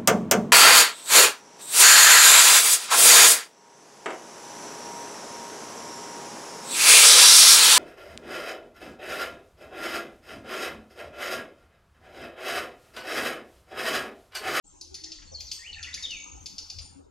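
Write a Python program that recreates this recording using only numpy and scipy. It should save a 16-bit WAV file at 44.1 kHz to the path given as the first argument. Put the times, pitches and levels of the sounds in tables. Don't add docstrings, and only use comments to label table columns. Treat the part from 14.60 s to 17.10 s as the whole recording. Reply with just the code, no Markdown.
import sys
import numpy as np
from scipy import signal
from scipy.fft import rfft, irfft
from scipy.io import wavfile
from scipy.ndimage import uniform_filter1d

SR = 44100
rng = np.random.default_rng(int(sys.argv[2]) if len(sys.argv) > 2 else 0)


def file_out(sig):
    cols = np.atleast_2d(sig).T
    lim = np.clip(cols, -1, 1)
    pcm = np.round(lim * 32767).astype(np.int16)
    wavfile.write(sys.argv[1], SR, pcm)


N = 110250


def amp(db):
    return 10 ** (np.asarray(db) / 20)


def evened(x):
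    return x / np.sqrt(np.mean(x ** 2) + 1e-20)


def steady(x):
    power = uniform_filter1d((x ** 2).mean(0), size=4000)
    return x / np.sqrt(abs(power) + .01)


def read(points, hz):
    f, value = np.transpose(points)
    return np.interp(np.log(hz + 1), np.log(f + 1), value)


def along(points):
    s, value = np.transpose(points)
    return np.interp(np.arange(N) / SR, s, value)


def add(mix, s, sound):
    part = mix[round(s * SR):][:len(sound)]
    part += sound[:len(part)]


def band(hz, width_hz):
    top = hz + 2 * width_hz
    below = [(max(hz - 2 * width_hz, 5), -40), (hz - width_hz / 2, -3)]
    above = [(hz + width_hz / 2, -3), (top, -40), (2 * top, -100)]
    return below + [(hz, 0)] + above


def noise(spectrum, patchy_db, size):
    # frequency in Hz, left-right likeness from 0 to 1.
    likeness = [(25, 1), (60, 0.99), (125, 0.34), (250, 0.59), (500, 1), (1000, 0.54), (3000, 0.069),
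                (6000, 0.79), (12000, 0.22)]
    frames, hz = 4 * N // size + 5, np.fft.rfftfreq(size, 1 / SR)
    a, b, c, d, patches = rng.standard_normal((frames, len(hz), 5)).T
    patches = uniform_filter1d(patches, size=5, axis=0)
    patches = evened(uniform_filter1d(patches, size=8, axis=1))
    same = np.clip(read(likeness, hz), 0, 1)[:, None]
    left = a + 1j * b
    right = same * left + np.sqrt(1 - same ** 2) * (c + 1j * d)
    outside = (hz < spectrum[0][0]) | (hz > spectrum[-1][0])
    db = np.where(outside, -90, read(spectrum, hz))
    z = np.array([left, right]) * amp(db[:, None] + patchy_db * patches)
    return evened(signal.istft(z, nperseg=size, noverlap=3 * size // 4)[1][:, :N])


def rumble():
    # frequency in Hz, relative level in dB.
    rumble_spectrum = [(26, -59), (45, -6), (65, 2.5), (81, 9), (108, -13), (135, -4), (170, -67),
                       (220, -77), (370, -120)]
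    # time in seconds, level in dB; the first for the rumble, the second for the deepest band.
    rumble_level = [(0.06, -73), (0.17, -59.5), (0.2, -70), (0.31, -55), (0.57, -68), (0.78, -49.5),
                    (1.06, -66.5), (1.12, -58), (1.2, -51), (1.67, -67.5), (1.72, -53), (1.78, -47),
                    (1.94, -69), (1.99, -57.5), (2.12, -66.5), (2.18, -40.5), (2.26, -57.5), (2.45, -52)]
    deep_level = [(.06, -61), (.3, -73), (.55, -70), (.6, -51.5), (.75, -67), (1.05, -69), (1.15, -56.5),
                  (1.4, -71), (1.56, -56.5), (1.7, -79), (2.0, -66), (2.45, -68)]
    deep = amp(along(deep_level)) * steady(noise(band(27.7, 24), patchy_db=6.5, size=8192))
    level_db = uniform_filter1d(along(rumble_level), size=800)
    return deep + amp(level_db) * steady(noise(rumble_spectrum, patchy_db=1.0, size=8192))


def wash():
    # frequency in Hz, relative level in dB.
    air_spectrum = [(88, -14.5), (150, -7.5), (309, -9.5), (624, -12.5), (726, -17), (783, -7.5),
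                    (1210, -19), (1330, -17.5), (1880, -29), (2910, -17.5), (3380, -18.5), (5540, -21.5),
                    (7000, -19), (8910, -27), (12500, -52.5), (14100, -132)]
    # time in seconds, gain of the lower part in dB.
    low_swell = [(.06, 4.5), (.3, 0.5), (.5, 5), (.8, 1.5), (1.1, 3.5), (1.3, 4.5), (1.7, 6), (2., 3),
                 (2.25, 5), (2.45, 12)]
    level_db, cutoff_hz = -61.5, 1760
    air = amp(level_db) * noise(air_spectrum, patchy_db=5.0, size=1024)
    low = signal.sosfiltfilt(signal.butter(4, cutoff_hz, fs=SR, output="sos"), air)
    return air + (amp(along(low_swell)) - 1) * low


def insects():
    # time in seconds, level in dB.
    insect_level = [(.06, -58.5), (.2, -64), (.6, -60.5), (.75, -57.5), (1.1, -55), (1.5, -55), (1.85, -62),
                    (2.2, -69), (2.4, -75)]
    centre_hz, width_hz = 6530, 1500
    return amp(along(insect_level)) * noise(band(centre_hz, width_hz), patchy_db=4.5, size=512)


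def top_hiss():
    # time in seconds, level in dB.
    hiss_level = [(.06, -99), (.77, -102), (.81, -61), (.9, -76), (.93, -54.5), (1.05, -81), (1.2, -102),
                  (1.62, -103), (1.85, -77), (2.2, -79), (2.26, -87)]
    return amp(along(hiss_level)) * noise(band(12200, 1800), patchy_db=3.2, size=1024)


def puff(length, hz, width_hz, db):
    f, t = np.fft.rfftfreq(8192, 1 / SR), np.arange(0, length, 1 / SR)
    hiss = evened(irfft(rfft(rng.standard_normal(8192)) * amp(read(band(hz, width_hz), f))))
    return amp(db) * np.sin(np.pi * t / length) * evened(np.resize(hiss, len(t)))


def puffs(mix):
    starts = [.12, .2, .3, .4, 2.35, .72, .715, 1.65, 1.64, 1.4, 1.17, .04, .35, .46, .56, .585, .615, .77,
              2.16]
    # length in seconds, centre in Hz, width in Hz, relative level in dB.
    puff_bands = [(0.036, 328, 91, -57), (0.056, 327, 48, -55), (0.054, 367, 83, -53),
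                  (0.15, 319.5, 42, -53.5), (0.063, 277, 4.4, -46.5), (0.068, 550, 390, -70),
                  (0.018, 633, 280, -46.5), (0.051, 965, 100, -56), (0.056, 1250, 74, -56),
                  (0.47, 276, 120, -64), (0.17, 1424, 130, -57.5), (0.051, 8060, 570, -59),
                  (.06, 2020, 510, -64), (0.023, 1910, 250, -57), (0.025, 3660, 870, -54),
                  (0.011, 1940, 290, -55), (0.02, 2760, 1450, -53), (0.054, 3180, 210, -58),
                  (0.028, 64, 13, -50.5)]
    for s, row in zip(starts, puff_bands):
        add(mix, s, puff(*row))


def whistle(mix, points, waver_share=.004):
    edge_s, flutter_db = 0.0029, 2.5
    s, hz, db = np.transpose(points)
    t = np.arange(s[0], s[-1], 1 / SR)
    waver = evened(uniform_filter1d(rng.standard_normal(len(t)), size=90))
    flutter = evened(uniform_filter1d(rng.standard_normal(len(t)), size=260))
    edges = np.clip(np.minimum(t - s[0], s[-1] - t) / edge_s, 0, 1)
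    turns = np.cumsum(np.interp(t, s, hz) * (1 + waver_share * waver)) / SR
    level = amp(np.interp(t, s, db) + flutter_db * flutter)
    add(mix, s[0], edges * level * np.sin(2 * np.pi * turns))


def far_whistles(mix):
    # time in seconds, frequency in Hz, relative level in dB.
    whistle_paths = [
        [(.065, 7680, -51), (.08, 7400, -44.5), (.1, 7650, -68)],
        [(.67, 4400, -56), (.68, 4400, -50), (.688, 4400, -54)],
        [(.716, 5840, -60), (.723, 6050, -47.5), (.738, 5350, -46), (.75, 4450, -38), (.758, 4270, -33.5),
         (.767, 5050, -46)],
        [(.772, 4400, -48), (.787, 4250, -41), (.797, 4050, -48)],
        [(.855, 6000, -50), (.867, 5850, -44), (.878, 5150, -45), (.89, 4200, -43), (.9, 3550, -52)],
        [(.99, 1815, -52), (1.025, 1883, -51), (1.05, 2395, -43.5), (1.065, 2730, -42.5), (1.08, 3100, -41.5),
         (1.1, 2857, -42), (1.12, 3000, -54)],
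        [(1.128, 3900, -37.5), (1.134, 4830, -32)],
        [(1.133, 3460, -22), (1.137, 3840, -42), (1.142, 4900, -34)],
        [(1.143, 2930, -35), (1.15, 2564, -39), (1.158, 1770, -63), (1.165, 1750, -52.5), (1.172, 1838, -37.5),
         (1.179, 1760, -41)],
        [(1.182, 2836, -37), (1.19, 2186, -48), (1.2, 1500, -37)],
        [(1.232, 3360, -36.5), (1.24, 3590, -34)],
        [(1.243, 2960, -32), (1.256, 2260, -45.5)],
        [(1.265, 1870, -47.5), (1.28, 2042, -36.5)],
        [(1.281, 2480, -42), (1.296, 1570, -44)],
        [(1.33, 3430, -39), (1.342, 4200, -41)],
        [(1.365, 1724, -40.5), (1.374, 1810, -45.5), (1.381, 2290, -42), (1.39, 1880, -47.5)],
        [(1.43, 3830, -39), (1.454, 3610, -27.5), (1.459, 3260, -38.5), (1.467, 2940, -47)],
        [(1.485, 3150, -49), (1.515, 2889, -34), (1.545, 2520, -41.5), (1.575, 2270, -46), (1.6, 2260, -46.5),
         (1.617, 2340, -48)],
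    ]
    for points in whistle_paths:
        whistle(mix, points)


def tick(level_db, treble_db, low_db, hold_s):
    # mean frequency in Hz, mean relative level in dB.
    buzz_lines = [(3620, -12.5), (4508, -4), (4883, -3), (5220, -7), (5678, -23), (6085, -7.5),
                  (6800, -19.5), (7320, -16.5)]
    # frequency in Hz, relative level in dB.
    rasp_spectrum = [(710, -50), (1200, -49), (2620, -19), (3120, -22), (3640, -12.5), (3950, -7.5),
                     (4660, 1.5), (6820, -3), (8200, -32.5), (10400, -28), (14000, -58)]
    rise_s, t60_s = 0.0017, 0.033
    lines_db, rasp_db, chirp_db = -11.5, -10.5, -4
    pulse_hz, pulse_depth = 342.5, .6
    pitch_spread, level_spread_db, phase_spread = .01, 6, 0.38
    treble_hz, low_hz = 8650, 3550
    chirp_s, chirp_from_hz, chirp_to_hz = 0.0033, 6204, 4122

    t = np.arange(2048) / SR
    hz = np.fft.rfftfreq(len(t), 1 / SR)
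    shape = np.clip(t / rise_s, 0, 1) * amp(-60 * np.maximum(t - hold_s, 0) / t60_s)
    lines = np.zeros(len(t))
    for f, db in buzz_lines:
        u, v, w = rng.random(3)
        line_hz = f * (1 + pitch_spread * (w - .5))
        line_level = amp(db + level_spread_db * (u - .5))
        lines += line_level * np.sin(2 * np.pi * (line_hz * t + phase_spread * v))
    rasp = evened(irfft(rfft(rng.standard_normal(len(t))) * amp(read(rasp_spectrum, hz))))
    pulses = 1 + pulse_depth * np.sin(2 * np.pi * pulse_hz * t)
    buzz = amp(lines_db) * evened(lines) + amp(rasp_db) * pulses * rasp
    colour = amp(treble_db * (hz > treble_hz) + low_db * (hz < low_hz))

    part = np.clip(t / chirp_s, 0, 1)
    sweep_hz = chirp_to_hz + (chirp_from_hz - chirp_to_hz) * (1 - part) ** 2
    chirp = amp(chirp_db) * np.sin(np.pi * part) * np.sin(2 * np.pi * np.cumsum(sweep_hz) / SR)
    return amp(level_db) * (chirp + shape * irfft(rfft(buzz) * colour))


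def kingfisher(mix):
    # time in seconds, relative level in dB, treble gain in dB, low gain in dB,
    # hold before the decay in seconds.
    tick_notes = [(0.2122, -30, 15.5, -5, 0.0042), (0.3434, -30, 15, 7.5, 0.011),
                  (0.4378, -30.5, 7, 9, 0.0088), (0.519, -31, 6.5, 13, 0.0064),
                  (0.8037, -30, 7.5, 11.5, 0.0083), (0.9152, -24.5, 12, 12.5, 0.006),
                  (1.2286, -29, 11.5, 12, 0.0062), (1.3412, -25, 13, 13, 0.0077),
                  (1.426, -29.5, 12, 7, 0.0092), (1.5074, -28, 10.5, 4, 0.0044),
                  (1.8594, -29, 12, 9, 0.0084), (1.9819, -28.5, 10.5, 6, 0.0076),
                  (2.1, -29, 9.5, 8, 0.0064), (2.1864, -31, 8, 9, 0.0069)]
    lead_s = 0.00101
    for s, *voice in tick_notes:
        add(mix, s - lead_s, tick(*voice))


def high_tones(mix):
    # time in seconds, frequency in Hz, relative level in dB.
    tone_paths = [
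        [(.915, 8470, -48.5), (.95, 8365, -52), (.99, 7610, -51), (1.04, 7570, -63)],
        [(2.212, 7000, -53), (2.3, 7000, -58), (2.4, 7000, -68)],
        [(2.212, 8950, -54), (2.3, 8850, -59), (2.4, 8900, -69)],
    ]
    for points in tone_paths:
        whistle(mix, points, waver_share=.013)


def trill(mix):
    # start in seconds, middle frequency in Hz, relative level in dB.
    trill_notes = [(1.495, 6200, -53.5), (1.533, 6360, -44.5), (1.566, 6490, -41.5), (1.6, 6460, -43),
                   (1.636, 6450, -41.5), (1.675, 6480, -44.5), (1.714, 6510, -44), (1.757, 6240, -47.5),
                   (1.804, 6190, -45.5)]
    stroke_s, rise = 0.013, 0.028
    strokes = [(0, 1, 0), (.017, 1.035, -6)]
    for s, hz, db in trill_notes:
        for late, up, change_db in strokes:
            start = (s + late, hz * up * (1 - rise), db + change_db)
            end = (s + late + stroke_s, hz * up * (1 + rise), db + change_db)
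            whistle(mix, [start, end])


def echoes(x, t60s):
    # frequency in Hz, left-right likeness of the echoes from 0 to 1.
    echo_likeness = [(2000, 0.47), (4000, 0.73), (8000, 0.53), (12000, 0.2)]
    delay_s, rise_s = .004, 0.0013
    hz, t, z = signal.stft(rng.standard_normal((2, SR)), SR, nperseg=128)
    same = np.clip(read(echo_likeness, hz), 0, 1)[:, None]
    z = np.array([z[0], same * z[0] + np.sqrt(1 - same ** 2) * z[1]])
    decay = amp(-60 * t / read(t60s, hz)[:, None])
    tail = signal.istft(z * decay, SR, nperseg=128)[1]
    tail = tail * np.clip((np.arange(tail.shape[1]) / SR - delay_s) / rise_s, 0, 1)
    return signal.fftconvolve(x[None], tail / np.linalg.norm(tail[0]), axes=1)[:, :N]


def scene():
    # frequency in Hz, time in seconds to decay by 60 dB.
    forest_t60 = [(1500, 0.73), (4000, 0.52), (8000, 0.49), (12000, 0.55)]
    close_t60 = [(1000, .11), (9000, .11)]
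    near, far = np.zeros(N), np.zeros(N)
    background = rumble() + wash() + insects() + top_hiss()
    puffs(far)
    far_whistles(far)
    kingfisher(near)
    high_tones(far)
    trill(far)
    direct = near + amp(-1) * far
    close = echoes(amp(-11) * near + amp(-8) * far, close_t60)
    forest = echoes(amp(-0.5) * near + amp(-2.9) * far, forest_t60)
    return direct + close + forest + background


def record(dry):
    # frequency in Hz, left minus right level in dB.
    level_tilt = [(25, 8), (125, 2.5), (250, 10), (500, -2.7), (1000, 1.5), (12000, 2)]
    # frequency in Hz, phase lead of the left in radians.
    phase_lead = [(25, -0.4), (60, 0.34), (125, 0.2), (300, 4.5), (500, 2.5), (900, 2.5), (1500, 2),
                  (2500, -0.0556), (12000, 1.5)]
    # time in seconds, gain in dB.
    fade = [(0, -72), (.035, -35), (.045, -7), (.1, -3), (.2, 0), (2.25, 1), (2.4, -5.5), (2.5, -12)]
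    cutoff_hz = 14200
    hz = np.fft.rfftfreq(N, 1 / SR)
    lean = amp(read(level_tilt, hz) / 2) * np.exp(.5j * read(phase_lead, hz))
    pair = irfft(rfft(dry) * np.array([lean, 1 / lean]), N) * amp(along(fade))
    low_pass = signal.firwin(511, cutoff_hz, window=("kaiser", 9), fs=SR)
    return signal.oaconvolve(pair, low_pass[None], "same")


dry = scene()
out = record(dry)
file_out(out)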